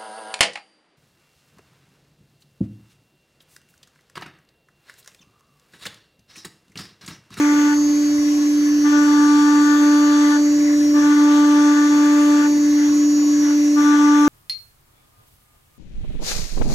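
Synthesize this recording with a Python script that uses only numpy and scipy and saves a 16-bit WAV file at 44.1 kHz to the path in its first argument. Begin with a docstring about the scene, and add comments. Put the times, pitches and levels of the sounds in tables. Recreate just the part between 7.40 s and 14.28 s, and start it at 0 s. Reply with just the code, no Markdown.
"""Router spindle cutting a metal plate

A spindle runs at constant speed over a clamped plate in a workshop, close to the microphone.
Its unbalanced shaft hums and its drive sings in sidebands around the switching tone. In the metal
the cutter strikes once a turn, so a buzzing stack of overtones and a scrape come and go
over cooling air and gantry rumble."""
import sys
import numpy as np
from scipy import signal
from scipy.io import wavfile
from scipy.ndimage import uniform_filter1d

SR = 44100
rng = np.random.default_rng(int(sys.argv[2]) if len(sys.argv) > 2 else 0)


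def pcm_store(signal):
    """Save signal as 16-bit PCM."""
    levels = np.round(np.clip(np.atleast_2d(signal), -1, 1) * 32767)
    wavfile.write(sys.argv[1], SR, levels.astype(np.int16).T)


N = 303408

SHAFT_HZ, SWITCHING_HZ = 294.17, 6000.5
LIFT_S, STROKE_BLEND_S = 1.53, .016  # from plunge to lift; smoothing between strokes
# The cutter enters the metal, the first cut already under way: start_s
PLUNGES = [-1.185, 1.445, 3.546, 6.368]
# The figure every cut traces: after_plunge_s, hum_lift_db, level_db of harmonics 2 to 6
STROKES = [(0.0, 2.5, -56, -39, -33, -42, -39), (.075, 2.5, -38, -35, -32.5, -33, -40.5),
           (.225, 3, -45, -32, -32, -40.5, -49), (.36, 3, -46, -32, -31, -39, -49),
           (.6, 2.9, -54, -31.5, -31, -36.5, -40.5), (.8, 2.1, -46, -35.5, -31, -33, -35),
           (.94, 2.5, -50, -34, -34, -39, -42.5), (1.14, 2.2, -60, -36, -33, -44, -43),
           (1.47, .5, -43, -33.5, -36.5, -32.5, -37)]
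# Each cut's colour, set by its place on the plate:
# extra_db of harmonics 2 to 6, stroke_depth_ratio of harmonic 5, extra_pan_db of harmonics 5 and 6
CUTS = [(-5, 0.89, -2, 3, -1, .25, -10), (0, -0.41, 1.5, 2, 1.3, 1.05, 4),
        (-3, -0.72, 0.5, -0.5, -0.64, .95, -6), (-12, 1.6, 5.5, 5, -2, .3, -2)]
# Stereo image: pitch_hz, coherence, lead_rad. Throughout, lead is right ahead of left, pan left over right.
STEREO_IMAGE = [(70, .997, 0), (200, .91, 0), (500, .85, .05), (1000, .5, .3), (1600, .35, 1.2),
                (3000, .35, 3), (3500, .3, .8), (4500, .3, 2.5), (5900, .15, 2.4), (6300, .88, 0),
                (9000, .55, 0), (15000, .4, 0)]


def gain_of(db):
    """Decibels to gain."""
    return 10 ** (np.asarray(db) / 20)


def spectrum_at(points, hz):
    """Every column of a spectrum table at the frequencies hz."""
    pitches, *columns = np.transpose(points)
    return [np.interp(np.log(hz + 1), np.log(pitches + 1), column) for column in columns]


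def automation(curve):
    """Every column of a time table, sample by sample."""
    times, *columns = np.transpose(curve)
    return [np.interp(np.arange(N) / SR, times, column) for column in columns]


def bumps(events):
    """A sum of bell curves: centre_s, length_s, height."""
    t = np.arange(N) / SR
    return sum(height * np.exp(-(2 * (t - s) / length) ** 2) for s, length, height in events)


def waver(width_hz):
    """Slow complex noise of unit power, one row a channel."""
    hop, settle = 64, 500
    frames = N // hop + 2
    pole = np.exp(-np.pi * width_hz * hop / SR)
    raw = rng.standard_normal((2, frames + settle)) + 1j * rng.standard_normal((2, frames + settle))
    slow = signal.lfilter([1], [1, -2 * pole, pole ** 2], raw)[:, settle:]
    slow *= np.sqrt((1 - pole ** 2) ** 3 / (1 + pole ** 2) / 2)
    return np.array([np.interp(np.arange(N) / hop, np.arange(frames), row) for row in slow])


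def tone(hz, db, pan_db, lead, rough, width_hz, phase, coherence):
    """One stereo partial, roughened by flutter in level and phase."""
    flutter = waver(width_hz)
    flutter[1] = coherence * flutter[0] + np.sqrt(1 - coherence ** 2) * flutter[1]
    sides = np.array([gain_of(pan_db / 2), gain_of(-pan_db / 2) * np.exp(1j * lead)]).reshape(2, -1)
    carrier = np.sqrt(2) * gain_of(db) * np.exp(1j * (2 * np.pi * hz * np.arange(N) / SR + phase))
    return (carrier * sides * (1 + rough * flutter)).real


def hiss(spectrum, patchy_db, housing_level=0, housing_pan=0):
    """Stereo noise in drifting patches, with an optional share of the housing's ring."""
    hz, _, bins = signal.stft(rng.standard_normal((2, N)), SR, nperseg=2048, noverlap=1536)
    coherence, lead = (column[:, None] for column in spectrum_at(STEREO_IMAGE, hz))
    bins[1] = coherence * np.exp(1j * lead) * bins[0] + np.sqrt(1 - coherence ** 2) * bins[1]
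    patches = uniform_filter1d(uniform_filter1d(rng.standard_normal(bins.shape[1:]), 20, 0), 8, 1)
    flicker_db = patchy_db + 2.7 * np.clip(hz / 4000 - 1.6, 0, 1)  # the treble flickers more
    db, pan_db = spectrum_at(spectrum, hz)
    ring_db, ring_pan_db = housing(hz)
    level_db = (db + housing_level * ring_db)[:, None] + flicker_db[:, None] * patches / patches.std()
    sides_db = np.outer([.5, -.5], pan_db + housing_pan * ring_pan_db)
    bins *= np.sqrt(SR / 2) * gain_of(level_db + sides_db[:, :, None])
    return signal.istft(bins, SR, nperseg=2048, noverlap=1536)[1][:, :N]


def spindle():
    """Harmonics of the shaft; the low overtones line up as one blow a turn, offset from the hum."""
    # Hum and buzz: harmonic, roughness, flutter_width_hz
    low_tones = [(1, .04, 40), (2, .18, 20), (3, .2, 46), (4, .15, 56), (5, .18, 84), (6, .26, 82)]
    # Higher shaft and rotor-slot tones: harmonic (rounded), free_db, cutting_db, pan_db, lead_rad
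    high_tones = [(7, -83, -60, 14, 5.5), (8, -73, -51, -12, 3), (9, -63, -55, 11.5, 3),
                  (10, -60.5, -57, -14, 3.5), (12, -81, -50, -9.5, 4.5), (13, -60, -79, 6, -7),
                  (14.04, -65, -54.5, -6, -2), (17, -62, -65, 2, 0.5), (19, -61, -56, 2, 1),
                  (20, -59, -66, -7, -9), (22, -41, -43, 2.5, 0), (25, -71, -52, 0, 0.5)]
    depth, out = engagement(), np.zeros((2, N))
    for (k, rough, width_hz), db, (pan_db, lead) in zip(low_tones, hum_db() + strikes_db(), low_pans()):
        mono_gain = abs(gain_of(pan_db / 2) + gain_of(-pan_db / 2) * np.exp(1j * lead)) / 2
        phase = {1: 0, 2: 2.84}.get(k, 2.25 - 1.19 * k)
        partial = tone(k * SHAFT_HZ, db, pan_db, lead, rough, width_hz, phase, coherence=1.0)
        out += partial / np.maximum(mono_gain, .55)
    for k, free_db, cutting_db, pan_db, lead in high_tones:
        hz, phase = round(k) * SHAFT_HZ, rng.uniform(0, 2 * np.pi)
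        db = free_db + depth * (cutting_db - free_db) + swell_db(hz)
        out += tone(hz, db, pan_db, lead, rough=.4, width_hz=25, phase=phase, coherence=.85)
    return out


def hum_db():
    """Levels of harmonics 1 and 2: the load lifts the first, the strikes push against the second."""
    # Free-running hum, shifting as head and microphone move: time_s, first_db, second_db
    free_hum = [(0.0, -17, -41.5), (.45, -15.5, -48), (.78, -16.6, -42.5), (1.1, -16, -52.5),
                (1.4, -15.5, -59), (2.2, -15.5, -45), (2.47, -15, -36), (2.7, -15.5, -38), (3.05, -15, -38),
                (3.5, -14.5, -39), (3.65, -15.5, -32), (3.73, -14.5, -43), (3.9, -15.5, -35),
                (4.5, -15.5, -39.5), (4.9, -15.5, -34), (5.35, -14.5, -48), (5.9, -15, -49.5),
                (6.3, -15, -42), (6.6, -15, -44), (6.88, -15.5, -43)]
    first_db, second_db = automation(free_hum)
    strokes = np.array(STROKES)
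    lift_db, push = toolpath([np.c_[strokes[:, 1], gain_of(strokes[:, 2] + cut[0])] for cut in CUTS])
    second = abs(gain_of(second_db) - push) + gain_of(-57)
    return [first_db + lift_db + corners_db()[0], 20 * np.log10(second)]


def strikes_db():
    """Levels of harmonics 3 to 6: struck in the metal, ringing on in the room, faint in the air."""
    # Harmonics 3 to 6 stirred by a fast move: level_db
    stirred_db = [-43.5, -46, -49, -49]
    faint_db, tail_db, tail_t60_s = [-60, -64, -63, -66], [-7, -10.5, -15, -7.5], .81
    blows = toolpath([gain_of(stroke_db(cut)) for cut in CUTS]) * gain_of(corners_db()[1:])
    pole = np.exp(-np.log(1000) / (tail_t60_s * SR))
    tail = signal.lfilter([1 - pole], [1, -pole], blows, zi=pole * blows[:, :1])[0]
    idle = gain_of(faint_db)[:, None] + gain_of(stirred_db)[:, None] * fast_moves()
    return list(20 * np.log10(np.maximum(blows, gain_of(tail_db)[:, None] * tail) + idle))


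def stroke_db(cut):
    """Levels of harmonics 3 to 6 in each stroke of one cut."""
    _, *place_db, fifth_depth, _ = cut
    levels_db = np.array(STROKES)[:, -4:]
    mean_db = levels_db.mean(0)
    return mean_db + np.array([1, 1, fifth_depth, 1]) * (levels_db - mean_db) + place_db


def toolpath(values_by_cut, blend_s=STROKE_BLEND_S):
    """Each cut's values held stroke by stroke and smoothed, 0 in the air; one curve a column."""
    t, out = np.arange(N) / SR, 0
    starts = np.array([stroke[0] for stroke in STROKES] + [LIFT_S])
    for plunge_s, values in zip(PLUNGES, values_by_cut):
        held = np.pad(values, ((1, 1), (0, 0)))
        out = out + held[np.searchsorted(starts, t - plunge_s)].T
    size = round(blend_s * SR)
    return uniform_filter1d(uniform_filter1d(out, size, axis=1), size, axis=1)


def corners_db():
    """The feed halts at each corner, so hum and strikes slacken for about 35 ms."""
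    # Corners of the figure: after_plunge_s, hum_dip_db, dip_db of harmonics 3 to 6
    corners = [(.065, -2, -4, -3, -5, -1), (.21, -1.2, -6, -6, -2, -2), (.8, -1, -8, -4, -1, -6),
               (.94, -1.5, -12, -4, -6, -7)]
    return [bumps([(plunge_s + row[0], .035, row[column]) for plunge_s in PLUNGES for row in corners])
            for column in range(1, 6)]


def engagement(ease_s=.014):
    """The cutter's bite, 0 in the air to 1 in the metal, following the level of harmonic 4."""
    depth = np.clip((strikes_db()[1] + 47) / 14, 0, 1)
    pole = np.exp(-1 / (ease_s * SR))
    return signal.lfilter([1 - pole], [1, -pole], depth, zi=[pole * depth[0]])[0]


def low_pans():
    """Pan and lead of harmonics 1 to 6; the top two also shift with each cut's place on the plate."""
    # The microphone turns slowly: time_s, share_of_turn
    turning = [(0.0, 0.1), (.9, 0.0), (2.0, 0), (2.7, 0.55), (3.9, 0.43), (4.8, 1), (6.88, 0.7)]
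    # Placement of each harmonic: pan_before_db, pan_after_db, lead_rad
    placements = [(-1.1, .15, 0.17), (4, -8, 0.93), (2.5, 0, 0.99), (11, 13, -.94), (14, 12, .9),
                  (9, 4, -1.57)]
    turn = automation(turning)[0]
    place_db = toolpath([np.full((len(STROKES), 1), cut[-1]) for cut in CUTS], blend_s=.1)[0]
    return [(before + (after - before) * turn + place_db * (k >= 5), lead)
            for k, (before, after, lead) in enumerate(placements, 1)]


def drive():
    """Whine of the switching tone and its double, beating with the shaft's field."""
    # Drive whine: switching_multiple, added_shaft_multiple, level_db, pan_db
    sidebands = [(1, -9, -59, -3), (1, -7, -57, -4), (1, -4, -75, -16), (1, -3, -56, 4),
                 (1, 1, -43.5, -1.5), (1, 3, -44.5, -1), (1, 4, -62, 7), (1, 5, -69, 5), (1, 19, -60, -1),
                 (1, 23, -62, 1), (1, 25, -68, 0), (2, -22, -51, 6), (2, -15, -79, 6), (2, -6, -63.5, -2),
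                 (2, -4, -70, 16), (2, 0, -63.5, -14), (2, 2, -75, 5), (2, 6, -65.5, -11)]
    # Other thin, steady tones: pitch_hz, level_db, pan_db
    whistles = [(2859, -57, -2), (12705, -65, -3), (14470, -68, -3.7)]
    # Two sidebands that roam between the channels: added_shaft_multiple, level_db
    roamers = [(-5, -46), (-1, -42)]
    # Their paths: time_s, lower_pan_db, lower_lead_rad, upper_pan_db, upper_lead_rad
    roam_paths = [(.1, -7, -1.5, -2, 1.6), (.9, -13, 2.5, 16, -0.0094), (1.3, -6, -0.5, 7, 0.0),
                  (1.9, -13, -1, 7, 0.0), (2.9, -14, -1.6, -6, 0.84), (3.5, 0.0, -3.4, 4, 0.0),
                  (3.8, 7, -5, -1, 0.0), (4.7, 9, -6, -3, -0.54), (5.4, 7, -5, -6, 0.61),
                  (6.0, 14, -2.5, -4, .3), (6.6, 1, 1, -5, 0.019)]
    still = [(m * SWITCHING_HZ + k * SHAFT_HZ, db, pan_db) for m, k, db, pan_db in sidebands] + whistles
    partials = [(hz, db, pan_db, spectrum_at(STEREO_IMAGE, hz)[1]) for hz, db, pan_db in still]
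    paths = automation(roam_paths)
    partials += [(SWITCHING_HZ + k * SHAFT_HZ, db, pan_db, lead)
                 for (k, db), pan_db, lead in zip(roamers, paths[::2], paths[1::2])]
    out = np.zeros((2, N))
    for hz, db, pan_db, lead in partials:
        rough, width_hz = (.2, 12) if hz < 9000 else (.45, 30)  # the highest tones flutter most
        phase = rng.uniform(0, 2 * np.pi)
        out += tone(hz, db + swell_db(hz), pan_db, lead, rough, width_hz, phase, coherence=.57)
    return out


def swell_db(hz):
    """Single tones fade or swell as head and microphone move through the room's standing waves."""
    # Tones within 2 % of these are affected: pitch_hz
    pitches = [4530, 5706, 6295, 6472, 6883, 12001]
    # Swells and fades, one list a pitch: centre_s, length_s, change_db
    swells = [
        [(0.0, 0.37, -3), (.55, 0.45, 2), (1.1, 0.1, -6), (2.7, 1.1, 2.5), (5.6, 0.87, -1), (6.45, 0.37, -10),
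         (6.88, .3, -13)],
        [(.55, .5, -7), (1.15, 0.17, -9), (1.8, .6, 3), (2.35, 0.23, -7), (3.45, .4, 3.5), (4.05, 0.25, -3),
         (4.8, 0.27, -5), (6.1, 1, 5)],
        [(1.05, 0.091, -8), (1.4, 0.55, 3.5), (1.8, .3, -6), (2.5, .25, 2), (3.4, 0.53, -16), (4.55, 0.95, -7),
         (5.65, 0.44, -12), (6.1, .4, 3)],
        [(.45, 0.82, 4), (.85, 0.15, -11), (1.4, 0.44, -13), (3.5, .3, -7), (4.9, 0.23, -2), (5.5, 0.69, 1),
         (6.4, .6, -10)],
        [(1.3, 0.81, -22), (3.75, .5, -18), (5.35, 0.11, -9), (4.15, 0.16, -12), (5.8, 0.41, 5),
         (6.15, 0.32, -6), (6.75, 0.5, -14)],
        [(.2, .3, 4), (1.9, .4, -9), (2.35, 0.33, 6), (2.85, .3, -7), (4.1, 0.48, -25), (4.95, .4, 3),
         (6.75, .5, -23)],
    ]
    distance = abs(np.log(hz / np.array(pitches)))
    return bumps(swells[np.argmin(distance)]) * (distance.min() < .02)


def scrape():
    """Cutting noise, throbbing once a turn, and the same metal stirred by the fast moves."""
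    # The edge scraping metal, chips flying: pitch_hz, density_db, pan_db
    spectrum = [(396, -96, 13), (865, -72, -3), (1250, -74, 4.5), (1470, -63.5, 4.5), (1690, -69.5, 12),
                (2240, -70, 2.5), (3000, -74, 1), (3410, -74, -4.5), (4700, -82, -2), (6230, -73.5, 5),
                (7850, -85, -2), (11000, -102, 7)]
    # Brightness of the spot being cut: time_s, lower_band_db, upper_band_db
    brightness = [(.2, 5, 0), (1.8, -8, 1.5), (2.6, -4.5, 2.5), (4., -6, 4), (4.7, -3, 1.5), (6.6, -2, 2.5)]
    throb = 1 + .11 * np.cos(2 * np.pi * SHAFT_HZ * np.arange(N) / SR)
    noise = hiss(spectrum, patchy_db=1.94, housing_level=.77)
    for band_hz, db in zip([(1900, 2800), (3200, 4600)], automation(brightness)):
        band = signal.sosfiltfilt(signal.butter(2, band_hz, "bandpass", fs=SR, output="sos"), noise)
        noise = noise + (gain_of(db) - 1) * band
    return noise * (engagement() * throb + fast_moves())


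def fast_moves():
    """Envelope of the brief rushes as the gantry starts and stops a fast move."""
    # Rushes: centre_s, length_s, level_db relative to the scrape
    rushes = [(5.44, 0.17, -5), (6.084, 0.16, -3.5)]
    return bumps([(s, length, gain_of(db)) for s, length, db in rushes])


def cooling_air():
    """Steady rush through the spindle, lifted at the housing's resonances."""
    # Air and bearings: pitch_hz, density_db, pan_db
    spectrum = [(40, -99, -3), (129, -82, -6), (203, -71, 1.5), (324, -61, 9.5), (406, -72, -0.5),
                (915, -76, -0.5), (2310, -75.5, 6), (3450, -82, 0.5), (5970, -74.5, -1.5),
                (7500, -80.5, -5.5), (7650, -87.5, 1), (9800, -90.5, -3.5), (13000, -104, -11),
                (15600, -112, 5)]
    return hiss(spectrum, patchy_db=2.28, housing_level=1, housing_pan=1)


def housing(hz):
    """Boost and pan, in dB, that the ringing spindle housing gives to noise."""
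    # Resonances: pitch_hz, width_hz, boost_db, pan_db
    modes = [(167.5, 22, 10, -3), (1104, 65, 11, 4.5), (1450, 56, 5, 5), (1716, 77, 11, -1),
             (2014, 60, 9, 6), (6390, 250, 3.5, 7)]
    return sum(np.outer([boost_db, pan_db], 1 / (1 + (2 * (hz - pitch_hz) / width_hz) ** 2))
               for pitch_hz, width_hz, boost_db, pan_db in modes)


def gantry_rumble():
    """Lumpy low noise of the moving gantry, stronger while the cutter travels in the air."""
    # Rumble: pitch_hz, density_db, pan_db
    spectrum = [(20, -100, 2), (45, -89, -2), (80, -72.5, -2), (120, -78, 9), (200, -75.5, 6),
                (400, -110, 6)]
    return hiss(spectrum, patchy_db=3.4) * gain_of(-6 * uniform_filter1d(engagement(), 8000))


def scene():
    """The whole machine in stereo."""
    return spindle() + drive() + cooling_air() + gantry_rumble() + scrape()


def record(dry):
    """A steep low-pass takes off the very top."""
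    cutoff_hz = 15620
    lowpass = signal.firwin(511, cutoff_hz, window=("kaiser", 9), fs=SR)
    return signal.oaconvolve(dry, lowpass[None], "same")


dry = scene()
out = record(dry)
pcm_store(out)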